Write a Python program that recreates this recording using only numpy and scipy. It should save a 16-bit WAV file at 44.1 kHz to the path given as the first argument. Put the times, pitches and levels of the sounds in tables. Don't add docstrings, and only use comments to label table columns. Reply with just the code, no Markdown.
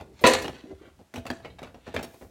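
import sys
import numpy as np
from scipy import signal
from scipy.fft import rfft, irfft, next_fast_len
from scipy.io import wavfile
from scipy.ndimage import map_coordinates

SR = 44100
rng = np.random.default_rng(int(sys.argv[2]) if len(sys.argv) > 2 else 0)


def store_pcm(level_fs):
    pcm = np.round(np.clip(level_fs, -1, 1) * 32767).astype(np.int16)
    wavfile.write(sys.argv[1], SR, np.atleast_2d(pcm).T)


N = 101430
METAL_BLUR = .0015


def amp(db):
    return 10 ** (np.asarray(db) / 20)


def unit(x):
    return x / np.sqrt(np.mean(x ** 2) + 1e-20)


def along(points, hz):
    point_hz, value = np.transpose(points)
    return np.interp(np.log(hz + 1), np.log(point_hz + 1), value)


def seconds(size=16384):
    return np.arange(size) / SR


def curve(rows):
    return np.interp(seconds(size=N), *np.transpose(rows))


def add(track, start_s, sound):
    start = max(0, round(start_s * SR))
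    track[start:start + len(sound)] += sound[:N - start]


def soft(hz, corner_hz):
    return 1 / np.sqrt(1 + (hz / corner_hz) ** 6)


def noise(gain, size=16384):
    spectrum = rfft(rng.standard_normal(size))
    return irfft(spectrum * gain(np.fft.rfftfreq(size, 1 / SR)), size)


def dying(x, t60):
    hz, t, bins = signal.stft(x, SR, nperseg=256)
    faded = bins * amp(-60 * t / along(t60, hz)[:, None])
    return signal.istft(faded, SR, nperseg=256)[1][:len(x)]


def ring(hz, gain, t60_s, blur=0):
    t = seconds()[:, None]
    phase = hz * t + rng.random(len(hz))
    if blur:
        step = np.sqrt(blur * hz / (2 * np.pi * SR))
        phase = phase + np.cumsum(rng.standard_normal(phase.shape), 0) * step
    modes = gain * amp(-60 * t / t60_s) * np.sin(2 * np.pi * phase)
    return modes.sum(1)


def onset(rise_s):
    return 1 - np.exp(-seconds() / max(rise_s, 1e-4))


def crack(db, t60_s=0.011):
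    return 1 + amp(db - 60 * seconds() / t60_s)


def rattle(hits_per_s=260, t60_s=.016, hit_db=1):
    hits = rng.random(len(seconds())) < hits_per_s / SR
    rebounds = signal.lfilter([1], [1, -amp(-60 / (t60_s * SR))], hits)
    return unit(1 + amp(hit_db) * rebounds)


def ripple(hz, depth_db=6.5, spacing_hz=90, from_hz=1000):
    peaks = map_coordinates(rng.standard_normal(len(hz)), [hz / spacing_hz])
    depth = 1 - soft(hz, from_hz)
    return unit(amp(depth_db * np.clip(peaks, -2, 2))) ** depth


def crash(rise_s=0.0004):
    # start_s, dish_db, cutlery_db, clash_db, crack_db (re clash), bright_hz
    landings = [(0.2389, -25.5, -21, -14, 3, 3015), (0.242, -18.5, -28.5, -20.5, -1.5, 3294),
                (0.2497, -23.5, -29.5, -17, -4.5, 3966), (0.2639, -25.5, -32, -22, -5.5, 11000),
                (0.2713, -26, -28, -25, -3.5, 8990), (.289, -36, -37.5, -29, 0, 6000),
                (0.3355, -44.5, -32, -31, 24.5, 8950)]
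    # pitch_hz, level_db
    dish_modes = [(244, 1), (324, -2), (408, -6), (478, -5.5), (521, -4.5), (660, -5.5), (703, -10.5),
                  (970, -3), (1000, -0.5), (1031, -1), (1178, -11), (1352, -9)]
    # pitch_hz, level_db
    cutlery_modes = [(1744, -3), (1876, -2.5), (2597, -4), (2866, -3.5), (3559, -7), (4054, -13),
                     (7160, -6.5), (8440, -11.5)]
    # freq_hz, t60_s
    dish_t60 = [(240, .27), (660, .33), (1000, .26), (1400, .22)]
    # freq_hz, t60_s
    cutlery_t60 = [(1600, .26), (4000, .24), (9000, .18)]
    # freq_hz, level_db
    clash_colour = [(30, -37), (80, -23), (170, -11), (260, -4), (480, 2), (700, 5.5), (830, -11),
                    (1200, -8.5), (1900, -2), (3000, -9), (4300, -1), (5000, -13), (6800, -8.5),
                    (10000, -18.5), (15000, -27)]
    # freq_hz, t60_s
    clash_t60 = [(80, 0.41), (400, 0.29), (2000, 0.26), (5000, 0.17), (13000, 0.25)]
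    out = np.zeros(N)
    dish_hz, dish_mode_db = np.transpose(dish_modes)
    steel_hz, steel_mode_db = np.transpose(cutlery_modes)
    for start_s, dish_db, steel_db, clash_db, crack_db, bright_hz in landings:
        body = ring(dish_hz, amp(dish_db + dish_mode_db), along(dish_t60, dish_hz), METAL_BLUR)
        steel_gain = amp(steel_db + steel_mode_db) * soft(steel_hz, bright_hz)
        tines = ring(steel_hz, steel_gain, along(cutlery_t60, steel_hz), METAL_BLUR)

        def clash_gain(hz):
            treble_lift = np.hypot(1, hz * bright_hz / 5500 ** 2)
            return ripple(2 * hz) * amp(along(clash_colour, hz)) * soft(hz, bright_hz) * treble_lift

        burst = dying(unit(noise(clash_gain)), clash_t60)
        clash = amp(clash_db) * crack(crack_db) * rattle() * burst
        add(out, start_s, onset(rise_s) * (body + tines + clash))
    return out


def knocks(lowest_hz=800, highest_hz=13000, count=24):
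    # start_s, clack_db, body_db and tick_db (re clack), rise_s
    contacts = [(0, -32.5, -1, -22, 0.0041), (0.21, -50.5, 15.5, 16.5, 0.011),
                (0.419, -30, -10, -8.5, 0.0015), (.443, -24, -7, -19.5, 0.0016),
                (.479, -28, -9.5, -23.5, 0.00067), (0.99, -53, 8, -13.5, 0.0016),
                (1.139, -32, -6.5, -13.5, 0.0028), (1.158, -31, -2.5, -13, 0.0017),
                (1.177, -40, -10, -13, 0.0021), (1.252, -40.5, 8.5, -15, 0.0028),
                (1.265, -29.5, -12.5, -16.5, 0.00063), (1.302, -26.5, -2, -21, 0.00058),
                (1.399, -48.5, 4, -22, 0.0022), (1.447, -33, -0.5, -26, 0.0013),
                (1.5011, -53, -3, -35, 0.00061), (1.585, -33, -10, -26.5, 0.003),
                (1.618, -43.5, 8, -23, .002), (1.629, -35, -5, -18, 0.00076),
                (1.643, -35, -7.5, -30, 0.0022), (1.672, -42.5, -9, -32, 0.001),
                (1.699, -56, 3.5, -27, 0.0013), (1.7432, -41.5, 1.5, -24.5, 0.006),
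                (1.865, -37, -1, -20, 0.0053), (1.876, -37, -1, -24.5, 0.0015),
                (1.941, -26.5, 0, -13, 0.0055), (1.964, -19, -10, -32, 0.00026),
                (1.988, -28.5, -7.5, -24, 0.0022), (2.027, -29, -7, -6.5, 0.0024),
                (2.138, -50, 5, -6, 0.00184), (2.21, -37, 2, -39, 0.012)]
    bands_hz = [480, 2400, 11000]
    # freq_hz, level_db
    knock_colour = [(25, -12.5), (65, 11), (190, 7.5), (330, 11.5), (480, 15.5), (680, 14.5), (1000, 6),
                    (1700, 2.5), (3300, 0), (4300, 0.5), (5000, 0.5), (9500, -2.5), (15000, -6)]
    # freq_hz, t60_s
    knock_t60 = [(80, 0.37), (400, 0.14), (2000, 0.096), (6000, 0.098), (13000, 0.1)]
    crack_db, steel_db, steel_t60_s = 7.5, -15, .17
    out = np.zeros(N)
    for start_s, clack_db, body_db, tick_db, rise_s in contacts:
        tone = list(zip(bands_hz, (body_db, 0, tick_db)))

        def colour(hz):
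            return amp(along(knock_colour, hz) + along(tone, hz))

        burst = dying(noise(lambda hz: colour(hz) * ripple(hz)), knock_t60)
        place = (np.arange(count) + rng.random(count)) / count
        steel_hz = lowest_hz + (highest_hz - lowest_hz) * place ** 2
        steel_gain = amp(steel_db) * colour(steel_hz) / np.sqrt(count)
        tines = ring(steel_hz, steel_gain, steel_t60_s, METAL_BLUR)
        contact = crack(crack_db) * rattle() * burst
        add(out, start_s, amp(clack_db) * onset(rise_s) * (contact + tines))
    return out


def clinks(t60_s=.17, blur=.008):
    # start_s, level_db, pitch_hz
    pieces = [(1.158, -47, 3000), (1.45, -46, 2650), (1.5005, -55, 3750), (1.63, -51, 3500),
              (1.866, -47, 1700)]
    ratios = [.85, 1, 1.09]
    out = np.zeros(N)
    for start_s, level_db, pitch_hz in pieces:
        gain = amp(level_db) / np.sqrt(len(ratios))
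        add(out, start_s, ring(pitch_hz * np.array(ratios), gain, t60_s, blur))
    return out


def booms(rise_s=0.00096):
    # start_s, level_db
    blows = [(.992, -48.5), (1.144, -34.5), (1.179, -31), (1.255, -41), (1.302, -26), (1.49, -50),
             (1.752, -47), (1.876, -37.5), (1.943, -36), (1.971, -29.5), (2.039, -36), (2.229, -47)]
    # pitch_hz, level_db (re blow), t60_s
    floor_modes = [(246, 0, .16), (246, -19, .33), (120, -15, .16), (325, -17, .2), (665, -13, .28)]
    out = np.zeros(N)
    for hz, mode_db, t60_s in floor_modes:
        swing = np.zeros(N)
        for start_s, blow_db in blows:
            decay = amp(blow_db + mode_db - 60 * seconds() / t60_s)
            add(swing, start_s, decay * onset(rise_s))
        out += swing * np.sin(2 * np.pi * (hz * seconds(size=N) + rng.random()))
    return out


def gulps(rise_s=.002):
    # start_s, length_s, level_db
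    clusters = [(0.051, 0.088, -55), (0.216, 0.022, -43.5), (0.429, 0.075, -37.5), (0.529, 0.043, -52),
                (.638, 0.0057, -41), (0.65, 0.079, -48), (0.705, 0.034, -42), (0.811, 0.011, -48),
                (0.834, 0.054, -53)]
    median_hz, log_spread, bubbles_per_s = 386, .28, 390
    cycles_to_60db, pitch_rise = 5.6, 0.18
    out, t = np.zeros(N), seconds(size=8192)
    for start_s, length_s, level_db in clusters:
        draws = rng.standard_normal((40, 2))[:max(2, int(length_s * bubbles_per_s))]
        cluster = np.zeros(N)
        for k, (pitch, strength) in enumerate(draws):
            hz = median_hz * np.exp(log_spread * np.clip(pitch, -2, 2))
            age = np.minimum(t * hz / cycles_to_60db, 2)
            tone = np.sin(2 * np.pi * hz * t * (1 + pitch_rise * age / 2))
            bubble = tone * amp(-60 * age) * (1 - np.exp(-t / rise_s))
            add(cluster, start_s + length_s * k / len(draws), amp(2 * strength) * bubble)
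        out += amp(level_db) * unit(cluster) * np.sqrt((length_s + 0.0059) * SR / N)
    return out


def scrapes(grain_db=2.5, rustle_db=2, ring_db=6):
    # peak_s, half_length_s, level_db, bright_hz
    slides = [(0.246, 0.071, -51, 5340), (0.337, 0.061, -29.5, 4170), (0.576, 0.066, -52, 4160),
              (0.702, 0.11, -64, 4500), (0.859, 0.053, -56, 2980), (1.338, 0.056, -56.5, 6750),
              (1.461, 0.027, -56, 4080), (1.944, 0.099, -52.5, 3420)]
    # freq_hz, level_db
    scrape_colour = [(200, -14.5), (700, -2), (1900, -1), (3000, -4), (4200, -0.5), (5000, -8.5),
                     (7000, -1.5), (15000, -20)]
    out, t = np.zeros(N), seconds(size=N)
    for peak_s, half_s, level_db, bright_hz in slides:
        peaks, slips, pushes = rng.standard_normal((3, 1000))

        def rub_gain(hz):
            resonance_db = ring_db * map_coordinates(peaks, [hz / 35])
            return soft(hz, bright_hz) * amp(along(scrape_colour, hz) + resonance_db)

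        rub = noise(rub_gain, size=N)
        slip_db = grain_db * map_coordinates(slips, [t * 300])
        push_db = rustle_db * map_coordinates(pushes, [t * 70])
        swell = np.exp(-((t - peak_s) / half_s) ** 2)
        out += amp(level_db) * swell * unit(rub * amp(slip_db + push_db))
    return out


def thumps(rise_s=0.0043, centre_hz=75, t60_s=0.18):
    # start_s, level_db
    bumps = [(.005, -43), (0.346, -33), (0.425, -42), (0.725, -39.5), (1.169, -33), (1.945, -31),
             (2.239, -43.5)]
    out = np.zeros(N)
    for start_s, level_db in bumps:
        hz = centre_hz * np.array([.78, 1, 1.3]) * np.exp(rng.normal(0, .08))
        thump = ring(hz, np.array([.5, 1, .5]), t60_s)
        add(out, start_s, amp(level_db) * onset(rise_s) * thump)
    return out


def kitchen(x, build_s=0.028, size=32768):
    # freq_hz, t60_s
    kitchen_t60 = [(100, 0.55), (2500, 0.41), (7000, 0.37), (14000, 0.49)]
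    build = 1 - np.exp(-seconds(size=size) / build_s)
    tail = dying(rng.standard_normal(size), kitchen_t60) * build
    return signal.fftconvolve(x, tail / np.linalg.norm(tail))[:N]


def background(room_tone_db=-66.5, rumble_offset_db=-5):
    # freq_hz, level_db
    room_colour = [(25, -1.5), (150, -2), (600, -4.5), (1300, -9.5), (9000, -18), (16000, -26.5)]
    # time_s, level_db
    rumble_level = [(0, -54.5), (.2, -49.5), (.5, -42.5), (.62, -62), (1.0, -53), (1.09, -77),
                    (1.28, -51.5), (1.55, -48.5), (1.72, -50.5), (2.05, -66), (2.15, -71.5)]
    # freq_hz, level_db
    rumble_colour = [(20, -17.5), (45, -7.5), (70, 2), (120, -8), (250, -10.5), (1000, -63)]
    # time_s, level_db
    fizz_level = [(1.98, -100), (2.06, -65.5), (2.24, -61.5), (2.29, -71.5)]
    # freq_hz, level_db
    fizz_colour = [(500, -24), (3000, -0.5), (7000, 2.5), (10000, -0.5), (15000, 1.5)]

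    def bed(colour):
        return unit(noise(lambda hz: amp(along(colour, hz)), size=N))

    room_tone = amp(room_tone_db) * bed(room_colour)
    rumble = amp(rumble_offset_db + curve(rumble_level)) * bed(rumble_colour)
    fizz = amp(curve(fizz_level)) * bed(fizz_colour)
    return room_tone + rumble + fizz


def scene(kitchen_db=-15):
    sink = crash() + knocks() + clinks() + booms() + gulps() + scrapes()
    return (sink + amp(kitchen_db) * kitchen(sink) + thumps() + background())[None]


def record(dry, ceiling=.8, bass_cut_hz=48, top_hz=16200):
    rounded = dry / (1 + np.abs(dry / ceiling) ** 6) ** (1 / 6)
    bass_cut = signal.butter(3, bass_cut_hz, "highpass", fs=SR, output="sos")
    thinned = signal.sosfilt(bass_cut, rounded)
    size = next_fast_len(N + 8192)
    kept = np.fft.rfftfreq(size, 1 / SR) < top_hz
    return irfft(rfft(thinned, size) * kept, size)[:, :N]


dry = scene()
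out = record(dry)
store_pcm(out)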